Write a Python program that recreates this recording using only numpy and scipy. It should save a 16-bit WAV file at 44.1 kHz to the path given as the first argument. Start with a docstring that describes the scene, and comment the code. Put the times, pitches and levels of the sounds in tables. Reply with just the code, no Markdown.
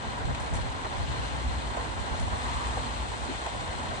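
"""A deep road rumble and a throbbing boom fill the cabin of a car driving on a wet road.
The road shakes the body through the suspension: the boom pulses with each wheel turn, uneven patches
thud, and there is one hollow double knock. The tyres roar and throw hissing spray, which swells as an
oncoming car goes by. Raindrops tick on the windscreen, a few heavier ones tap, water splashes
briefly, and a faint drivetrain hum sinks underneath."""
import sys
import numpy as np
from scipy import signal
from scipy.fft import rfft, irfft
from scipy.io import wavfile
from scipy.ndimage import uniform_filter1d

SR = 44100
rng = np.random.default_rng(int(sys.argv[2]) if len(sys.argv) > 2 else 0)


def wav_record(signal):
    """Record a signal, one row per channel, as 16-bit PCM in the file named by sys.argv[1]."""
    frames = np.transpose(np.atleast_2d(signal))
    bounded = np.clip(frames, -1, 1)
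    # unit amplitude maps onto the largest positive 16-bit level
    quanta = np.round(bounded * 32767).astype(np.int16)
    wavfile.write(sys.argv[1], SR, quanta)


N = 176400


def road():
    """The road rumbles up through the suspension, its level gently wandering."""
    # Tone of the rumble. Each row: frequency in Hz, level in dB.
    spectrum = [(18, -102), (28, -84), (42, -58.5), (65, -58.5), (100, -58), (135, -62), (170, -68.5),
                (210, -67.5), (255, -66.5), (320, -68.5), (500, -79), (1000, -100)]
    # Rise and fall of the rumble. Each row: time in seconds, gain in dB.
    level = [(0, -2.5), (.45, 0.5), (.8, -3.5), (1.1, 0.5), (1.6, 0), (2.35, -1), (2.9, -1), (3.45, -3.5),
             (3.7, 0.5), (4, 0)]
    return steady(spectrum) * curve(level) * undb(0.81 * walk(4.7))


def boom():
    """The cabin's lowest air resonance drones and throbs once a wheel turn, the right side leading."""
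    # Rise and fall of the drone. Each row: time in seconds, level in dB.
    level = [(0, -47), (.9, -50), (1.25, -38), (1.46, -33.5), (1.7, -38.5), (1.98, -43), (2.45, -36),
             (2.8, -37), (3.25, -39.5), (3.65, -49), (4, -55)]
    pitch_hz, wander_hz, lead_rad = 60, 3.65, 1
    wheel_turn_s, peak_s, swing_db = 0.111, 2.795, 4.5
    phase = 2 * np.pi * np.cumsum(pitch_hz + wander_hz * walk(14.1)) / SR
    sides = np.array([phase, phase + lead_rad + 0.5 * walk(18)])
    throb_db = swing_db * np.cos(2 * np.pi * (times() - peak_s) / wheel_turn_s)
    flutter_db = 2 * np.array([walk(24), walk(14)])
    return unit(np.sin(sides) * undb(throb_db + flutter_db)) * curve(level)


def thuds():
    """Each uneven patch lifts and rocks the body in a short, deep thud."""
    # Uneven patches of road. Each row: centre in seconds, length in seconds, level in dB.
    bumps = [(.07, 0.049, -36), (.29, 0.12, -27.5), (.42, 0.039, -35), (.54, 0.079, -28.5),
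             (.645, 0.16, -31.5), (1.015, 0.12, -31), (1.11, 0.047, -32), (1.195, 0.037, -30.5),
             (1.495, 0.061, -31.5), (1.575, 0.034, -34), (2.01, .04, -31), (2.125, 0.033, -29),
             (2.23, 0.087, -29), (2.335, .045, -32)]
    # Dull tone of the shaken body. Each row: frequency in Hz, relative level in dB.
    tone = [(20, -18), (40, 1), (62, -0.5), (120, -4.5), (190, -15), (300, -28), (600, -22.5), (1500, -64)]
    lift, rock = ring(white(), tone)
    rock = rock * undb(4)  # rocking drives the sides in opposition and outweighs the lift
    return even(np.array([lift + rock, lift - rock]), span_s=0.068) * swells(bumps)


def tyres():
    """The tread roars near 1 kHz and flutters with the road surface."""
    # Tone of the roar. Each row: frequency in Hz, level in dB.
    spectrum = [(200, -84.5), (400, -70), (620, -69.5), (830, -66.5), (1020, -65), (1230, -70), (1560, -71),
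                (1750, -77), (2020, -76.5), (2300, -86.5), (3500, -102)]
    # Slight drift of the roar. Each row: time in seconds, gain in dB.
    level = [(0, -0.2), (.3, -0.35), (.7, -0.051), (1.1, 0.14), (1.65, -0.56), (1.8, 0.87), (2.0, 0.44),
             (2.65, -0.35), (3.1, -0.41), (3.45, -0.052), (4, 0.4)]
    return steady(spectrum) * curve(level) * undb(0.83 * walk(27) + 0.96 * walk(49))


def oncoming():
    """Another car's tyre roar swells and fades behind the closed windows."""
    # Tone of the passing tyres. Each row: frequency in Hz, level in dB.
    spectrum = [(600, -90), (900, -60.5), (1200, -58.5), (1500, -74.5), (2000, -73), (3000, -112)]
    peak_s, length_s, gain_db = 2.606, 0.59, -4
    return steady(spectrum) * swells([(peak_s, length_s, gain_db)])


def spray():
    """Water thrown off the road makes a hiss and a brighter mist, both grainy with droplets."""
    # Tone of each layer. 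Each row: frequency in Hz, level in dB.
    hiss_spectrum = [(1000, -88.5), (2000, -77.5), (2900, -78), (4100, -81.5), (4900, -87.5), (6600, -89),
                     (8100, -90.5), (9200, -95), (10000, -104), (10700, -130)]
    mist_spectrum = [(4000, -102), (6500, -96.5), (8100, -88.5), (9200, -96.5), (10000, -105),
                     (10700, -130)]
    # Both layers peak as the other car passes. Each row: time in seconds, gain in dB.
    hiss_level = [(0, -2), (.8, -2), (1.15, 1), (1.5, -1), (2.1, -1.2), (2.55, 2), (2.9, 0), (3.25, 0),
                  (3.7, -0.5), (4, 0)]
    mist_level = [(0, -2), (.8, -0.5), (1.15, 0.5), (1.8, 1), (2.2, 3), (2.6, 6), (3.0, 3.5), (3.3, 3.5),
                  (4, 2)]
    hiss = steady(hiss_spectrum) * curve(hiss_level) * undb(0.5 * walk(12) + 1.4 * walk(500))
    mist = steady(mist_spectrum) * curve(mist_level) * undb(1.3 * walk(25) + walk(500))
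    return hiss + mist


def rain():
    """Drops hit the windscreen in a light patter, with a few clearer ticks and heavier taps."""
    # Small sharp drops, then heavy ones on glass and roof. Each row: start in seconds, level in dB.
    small_drops = [(.254, -39), (.348, -31.5), (1.119, -42), (1.671, -47), (1.768, -41), (3.463, -33),
                   (3.832, -40)]
    heavy_drops = [(1.769, -28), (2.277, -31.5), (2.341, -30.5), (2.772, -29.5), (3.421, -34),
                   (3.462, -31.5), (3.547, -33)]
    # A bright tick and a rounder tap. Each row: frequency in Hz, relative level in dB.
    tick_tone = [(500, -18), (1500, 17.5), (3800, 8), (5200, -1), (8300, 5.5), (11000, -48.5)]
    tap_tone = [(200, -16), (480, 6), (750, 9), (1000, 7), (1400, -16.5), (3500, -16), (5500, -25.5),
                (8500, -20.5), (11000, -65.5)]
    drops_per_s, patter_db = 90, -54.5
    tick_decay_s, tap_decay_s = 0.0052, 0.013
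    landings = rng.random(N) < drops_per_s / SR
    scatter_db = -0.5 * np.minimum(rng.exponential(size=N), 3.5)
    fade = np.exp(-1 / (tick_decay_s * SR))
    envelope = signal.lfilter([1], [1, -fade], landings * undb(scatter_db))
    patter = unit(white() * envelope) * undb(patter_db)
    ticks = white() * strikes(small_drops, tick_decay_s)
    taps = white() * strikes(heavy_drops, tap_decay_s)
    return ring(patter + ticks, tick_tone) + ring(taps, tap_tone)


def splashes():
    """Water slaps the body and spatters away in a gritty tail."""
    # Slaps of water. Each row: start in seconds, level in dB.
    slaps = [(.401, -44), (.537, -42.5), (.55, -46.5), (2.197, -44), (3.44, -48)]
    # Bright tone of the spatter. Each row: frequency in Hz, relative level in dB.
    tone = [(700, -24), (2000, 22), (4000, -21), (5500, 12.5), (8500, 14), (10000, 10), (11500, -44)]
    bursts = white() * strikes(slaps, decay_s=0.026)
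    grit = unit(undb(1.4 * walk(300)))
    return ring(bursts * grit, tone)


def knocks():
    """Two damped panel resonances sound almost together in a hollow knock."""
    # Knocked panels. Each row: centre in seconds, length in seconds, pitch in Hz, level in dB.
    panels = [(3.302, 0.029, 384, -41), (3.305, 0.044, 271, -33.5)]
    out = 0
    for centre, length, hz, db in panels:
        resonance = [(hz / 4, -60), (hz, 0), (hz * 4, -60)]  # falls 30 dB an octave either side
        out = out + even(ring(white(), resonance), span_s=0.0067) * swells([(centre, length, db)])
    return out


def hum():
    """A faint drivetrain tone sinks slowly as the car loses a little speed."""
    # Course of the hum. Each row: time in seconds, pitch in Hz, level in dB.
    course = [(0, 262.7, -54.5), (1.45, 257.3, -55), (2.0, 253.3, -57.5), (2.402, 246.4, -52),
              (2.999, 241.6, -50), (3.4, 238.4, -70), (3.7, 234.4, -53.5), (4, 228, -50)]
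    seconds, hz, db = np.array(course).T
    pitch_hz = np.interp(times(), seconds, hz) + 2.21 * walk(9.3)
    phase = 2 * np.pi * np.cumsum(pitch_hz) / SR
    tone = np.sin(np.array([phase, phase + 0.71]))
    return unit(tone * undb(2.1 * walk(21))) * undb(np.interp(times(), seconds, db))


def cabin(pair):
    """Standing waves make the two sides alike or opposed, louder or softer, by frequency."""
    # Likeness of the sides. Each row: frequency in Hz, in-phase share, quadrature share.
    likeness = [(30.2, 0.15, .1), (60.6, 0.6, 0.053), (86, 0.19, 0.85), (157, 0.13, 0.19), (240, 0.4, 0.18),
                (320, 0.033, 0.45), (391, -0.35, -0.2), (593, 0.41, 0.28), (740, 0.28, -0.059),
                (958, -0.036, -0.16), (1200, -0.74, 0.024), (1640, -0.59, 0.0098), (1810, 0.33, -0.13),
                (2220, -0.25, -0.53), (2600, -0.14, -0.073), (3020, 0.15, 0.03), (4560, 0.011, 0.39)]
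    # Stereo balance. Each row: frequency in Hz, left over right in dB.
    balance = [(60, 0.5), (250, 3), (380, -1), (950, -4), (1300, 0.5), (1750, 4.5), (2500, 1.5),
               (3300, 7.5), (4100, 12), (5200, 3), (8000, 4), (9700, -2.5)]
    left, other = rfft(pair)
    shared = over_bins(likeness, column=1) + 1j * over_bins(likeness, column=2)
    right = shared * left + np.sqrt(np.clip(1 - np.abs(shared) ** 2, 0, 1)) * other
    lean = undb(over_bins(balance) / 2)
    return irfft(np.array([left * lean, right / lean]), N)


def glass(pair):
    """Quick reflections between the windows give the hiss a fine, hollow ripple."""
    decay_s, echo_db, full_above_hz = 0.013, -9.5, 3000
    t = times()
    echoes = white() * np.exp(-t / decay_s) * (t > 0.001)
    echoes = echoes / np.sqrt(np.sum(echoes ** 2, axis=1, keepdims=True))
    send = np.clip(np.fft.rfftfreq(N, 1 / SR) / full_above_hz, 0, 1) * undb(echo_db)
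    return irfft(rfft(pair) * (1 + send * rfft(echoes)) / np.sqrt(1 + send ** 2), N)


def undb(db):
    """Decibels as a gain."""
    return 10 ** (np.asarray(db) / 20)


def unit(x):
    """Scale to rms 1."""
    return x / np.sqrt(np.mean(x ** 2))


def times():
    """Each sample's time in seconds."""
    return np.arange(N) / SR


def curve(rows):
    """A fader ride through (seconds, dB) points."""
    return undb(np.interp(times(), *np.array(rows).T))


def swells(rows):
    """Envelope of rounded bursts."""
    return sum(undb(db) * np.exp(-(2 * (times() - centre) / length) ** 2) for centre, length, db in rows)


def strikes(rows, decay_s):
    """Envelope of sudden hits that die away."""
    t = times()
    return sum(undb(db) * (t >= start) * np.exp(-np.abs(t - start) / decay_s) for start, db in rows)


def walk(rate):
    """Smooth random drift with spread 1, changing about rate times a second."""
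    hz = np.fft.rfftfreq(N, 1 / SR)
    return unit(irfft(rfft(rng.standard_normal(N)) * np.exp(-(hz / rate) ** 2) * (hz > 0), N))


def white():
    """Two independent white noises."""
    return rng.standard_normal((2, N))


def steady(rows):
    """Two noises with a spectrum in dB per Hz."""
    return colour(white() * np.sqrt(SR / 2), rows)


def even(pair, span_s):
    """Hold the power of a pair of noises near 1 over a sliding span."""
    return pair / np.sqrt(uniform_filter1d(np.mean(pair ** 2, axis=0), int(span_s * SR)))


def over_bins(rows, column=1):
    """A table column spread over the spectrum, interpolated in log frequency."""
    rows = np.array(rows, float)
    log_hz = np.log(np.maximum(np.fft.rfftfreq(N, 1 / SR), 1))
    return np.interp(log_hz, np.log(rows[:, 0]), rows[:, column])


def colour(x, rows):
    """An equaliser through (Hz, dB) points, falling away above the last."""
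    hz = np.fft.rfftfreq(N, 1 / SR)
    gain = undb(over_bins(rows)) / np.maximum(hz / rows[-1][0], 1) ** 2
    cepstrum = irfft(np.log(gain), N)
    cepstrum[1:N // 2] *= 2  # minimum phase: the ringing follows the hit
    cepstrum[N // 2 + 1:] = 0
    return irfft(rfft(x) * np.exp(rfft(cepstrum)), N)


def ring(x, rows):
    """Colour a white sound, roughly keeping its power."""
    return colour(x, rows) / np.sqrt(np.mean(undb(over_bins(rows)) ** 2))


def scene():
    """Boom, body and drivetrain play direct; road and water noise pass through the cabin's acoustics."""
    airborne = road() + tyres() + oncoming() + spray() + splashes() + rain()
    return boom() + thuds() + knocks() + hum() + glass(cabin(airborne))


def record(dry):
    """A steep low-pass cuts the top treble."""
    top_hz = 10900
    return signal.sosfilt(signal.ellip(10, 0.2, 80, top_hz, fs=SR, output="sos"), dry)


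dry = scene()
out = record(dry)
wav_record(out)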